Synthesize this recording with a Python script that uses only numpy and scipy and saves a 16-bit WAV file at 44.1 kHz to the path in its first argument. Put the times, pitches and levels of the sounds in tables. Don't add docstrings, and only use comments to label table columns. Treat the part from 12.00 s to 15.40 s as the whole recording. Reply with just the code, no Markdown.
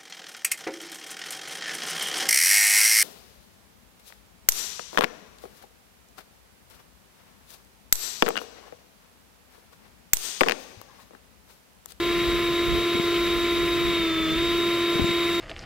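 import sys
import numpy as np
from scipy import signal
from scipy.fft import rfft, irfft
from scipy.io import wavfile
from scipy.ndimage import map_coordinates

SR = 44100
rng = np.random.default_rng(int(sys.argv[2]) if len(sys.argv) > 2 else 0)


def transcribe(signal):
    frames = np.atleast_2d(signal).T
    limited = np.clip(frames, -1, 1)
    pcm = np.round(limited * 32767).astype(np.int16)
    wavfile.write(sys.argv[1], SR, pcm)


def undo_db(level):
    steps = np.asarray(level, float) / 20
    return 10 ** steps


N = 149940
T = np.arange(N) / SR
F = np.arange(N // 2 + 1) * SR / N
SIDE = np.array([[1], [-1]])

# pitch_hz,
# level_db (per Hz)
AIR_SPECTRUM = [(140, -5), (260, -4.5), (340, 2), (450, 2), (500, -9.5), (640, -6.5), (740, -21),
                (930, -17),
                (1010, -9), (1300, -4.5), (1450, -10.5), (1900, -5), (2200, 0), (2500, -5), (3000, -6.5),
              (3650, -5.5),
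                (4000, -9.5), (5200, -19), (7000, -23.5), (7500, -18), (7800, -23), (10000, -25),
              (11500, -23), (15500, -20.5)]
AIR_COLOUR = AIR_SPECTRUM
AIR_DB = -30


def level(x, db):
    return x * undo_db(db) / np.sqrt(np.mean(x ** 2))


def on_log(hz, table, column=1):
    rows = np.array(table, float)
    return np.interp(np.log(np.maximum(hz, 1)), np.log(rows[:, 0]), rows[:, column])


def walk(rate):
    points = rng.standard_normal(int(N / 64 * rate / 700) + 4)
    smooth = map_coordinates(points, [np.arange(N // 64 + 2) * rate / 700], mode="mirror")
    smooth = (smooth - smooth.mean()) / smooth.std()
    return np.interp(np.arange(N) / 64, np.arange(len(smooth)), smooth)


def bands(table, lo_hz, count, flicker_db, rate):
    spectrum = rfft(rng.standard_normal(N)) * undo_db(on_log(F, table))
    octave = np.log2(np.maximum(F, 1) / lo_hz)
    out = 0
    for k in range(count):
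        window = np.cos(np.pi / 2 * np.clip(octave - k, -1, 1)) ** 2
        out = out + irfft(spectrum * window, N) * undo_db(flicker_db * walk(rate))
    return out


def above(hz):
    return 1 / (1 + (hz / (F + 1)) ** 4)


def wind_rumble():
    # start_s, level_db
    gusts = [(0, -42), (.1, -40), (.34, -38), (.46, -42), (.6, -43), (.79, -38), (.86, -57), (1.02, -50),
             (1.12, -43), (1.45, -45.5), (1.65, -39), (2, -41.5), (2.1, -46.5), (2.45, -38), (2.65, -50),
             (2.92, -55), (3.03, -49), (3.4, -47.5)]
    # pitch_hz, level_db (per Hz), left_over_right_db
    wind_colour = [(20, -9, 4), (35, -1, 0), (55.3, 6.5, -2), (90, -7.5, -5.5), (174, -4, 1),
                   (280, -14.5, 0), (442, -34.5, 4), (900, -27, 9)]
    gust = undo_db(np.interp(T, *np.array(gusts).T) + 4.5)
    ports = []
    for sign in (1, -1):
        colour = [(hz, db + sign * left_db / 2) for hz, db, left_db in wind_colour]
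        rumble = bands(colour, 19.4, count=7, flicker_db=1.5, rate=14)
        ports.append(rumble * undo_db(3.5 * walk(9.95)))
    return level(np.array(ports), 0) * gust


def wind_pops():
    # start_s, peak_db (left), pitch_hz, right_share
    pops = [
        (.953, -16, 230, 0.072),
        (.998, -12.5, 230, 0.089),
        (2.956, -18, 150.3, .1),
        (2.9966, -8.5, 259.8, 0.043),
        (3.02, -14, 74, 0.13),
        (3.044, -11, 176, 0.046),
        (3.092, -19.5, 220, .1),
        (3.108, -23, 130, .1),
    ]
    rise_turns, fall_turns, rasp_s = 0.081, 0.79, 0.011
    rasp_band = signal.butter(2, [90, 380], "band", fs=SR, output="sos")
    rasp = level(signal.sosfilt(rasp_band, rng.standard_normal(N)), -16)
    out = np.zeros((2, N))
    for at, db, hz, right in pops:
        turns = (T - at) * hz
        shape = np.exp(-(turns / np.where(turns < 0, rise_turns, fall_turns)) ** 2)
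        wake = rasp * np.exp(-((T - at) / rasp_s) ** 2)
        pop = np.cos(2 * np.pi * turns) * shape + wake
        out += undo_db(db) * pop * np.array([[1], [right]])
    return out


def grit_tick():
    start_s, pitch_hz, length_s = 2.9, 5200, 0.0015
    t = T - start_s
    return undo_db(-31) * np.sin(2 * np.pi * pitch_hz * t) * np.exp(-np.abs(t) / length_s) * (t > 0)


def shaft_speed():
    # start_s, pitch_hz
    speed = [(0, 3795), (.5, 3784), (1.1, 3786), (1.9, 3778), (1.97, 3744), (2.04, 3655), (2.12, 3587),
             (2.2, 3560), (2.29, 3528), (2.34, 3569), (2.39, 3707), (2.45, 3772), (2.55, 3775), (3.4, 3766)]
    blades = 11
    return np.interp(T, *np.array(speed).T) / blades


def rushing_air(shaft_hz):
    throb = 1 + 0.14 * np.sin(2 * np.pi * np.cumsum(shaft_hz) / SR)
    load = undo_db(-8 * (1 - shaft_hz / shaft_hz[0]) + 0.15 * walk(2.9))
    rush = bands(AIR_COLOUR, 97, count=9, flicker_db=0.68, rate=20)
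    return load * throb * level(rush, AIR_DB)


def air_at_ports(source, shaft_hz):
    # pitch_hz, left_lead_radians
    port_leads = [(200, 0), (2500, -.15), (4100, -.6), (6300, -1.3), (8400, -3.2), (10300, -2.1),
                  (13000, -3.1), (15500, -3.9)]
    # pitch_hz, scattered_db, left_over_right_db
    scatter = [(200, -20, -0.5), (830, -5.5, 1), (1520, -16.5, -0.6), (3000, -10.5, 1.5), (6560, -4, 1),
               (7700, -8.5, 3), (8750, -8.5, -6), (10900, -10.5, 3.5), (15500, -14, 0)]
    lead = on_log(F, port_leads) * SIDE / 2
    tilt = undo_db(on_log(F, scatter, column=2) * SIDE / 2)
    echo_s = 0.00397 + 0.00004 * SIDE / 2
    echo = 1 + undo_db(-5.5) * above(2400) * np.exp(-2j * np.pi * F * echo_s)
    noise = rfft(rng.standard_normal((2, N))) * undo_db(on_log(F, AIR_COLOUR))
    scattered = level(irfft(noise, N), AIR_DB)
    direct = rfft(source) * echo * np.exp(1j * lead)
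    rush = (direct + rfft(scattered) * undo_db(on_log(F, scatter))) * tilt
    treble_loss = undo_db(-32 * (1 - shaft_hz / shaft_hz[0])) - 1
    return irfft(rush, N) + treble_loss * irfft(rush * above(4700), N)


def rotor_tones(shaft_hz):
    orders = [1, 2, 3, 4, 5, 6, 8, 9, 11, 14, 16, 20, 21, 22]
    # level_db, flutter_db, sag_db (gained at the bottom of the sag),
    # drift_db (gained per s as the cart turns), left_lead_radians
    order_levels = [(-25.5, 0.47, -1, -0.03, 0.022), (-44.5, 0.5, -1, 0, 0.067),
                    (-37.5, 0.5, -15.5, 0, 0.39), (-43, 1, 5, 0.32, -0.2), (-46, 0, 3, -1.5, .05),
                    (-51.5, 4.5, -4, 0, -.1), (-53, -2, 0, -1, -.2), (-55, 4.5, 0, 0.5, -0.5),
                    (-36, 1.1, 0.5, 1.06, -0.55), (-65, 3., 0, 0.5, -.8), (-63, 3., -2, 0.5, -0.68),
                    (-74, 2, 0, 0.5, -1.5), (-65, 6, -2, 0.5, -1.3), (-58, 2.5, 2.5, 1, -2.)]
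    sag = np.clip((shaft_hz[-1] - shaft_hz) / (shaft_hz[-1] - shaft_hz.min()), 0, 1)
    wobbling_hz = shaft_hz * (1 + 0.00055 * walk(49.85))
    turn = 2 * np.pi * np.cumsum(wobbling_hz) / SR
    out = 0
    for order, (db, flutter_db, sag_db, drift_db, lead) in zip(orders, order_levels):
        gain = undo_db(db + sag_db * sag + drift_db * T + flutter_db * walk(40.01))
        phase = order * turn + rng.uniform(0, 2 * np.pi)
        out = out + np.sqrt(2) * gain * np.sin(phase + lead * SIDE / 2)
    return out


def scene():
    shaft_hz = shaft_speed()
    wind = wind_rumble() + wind_pops()
    air = air_at_ports(rushing_air(shaft_hz) + grit_tick(), shaft_hz)
    return wind + air + rotor_tones(shaft_hz)


def top_cut(x):
    return signal.sosfilt(signal.butter(12, 15900, fs=SR, output="sos"), x)


def record(dry):
    low_pass = signal.ellip(10, 0.2, 80, 15740, fs=SR, output="sos")
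    mix = signal.sosfilt(low_pass, dry)
    return top_cut(mix)


dry = scene()
out = record(dry)
transcribe(out)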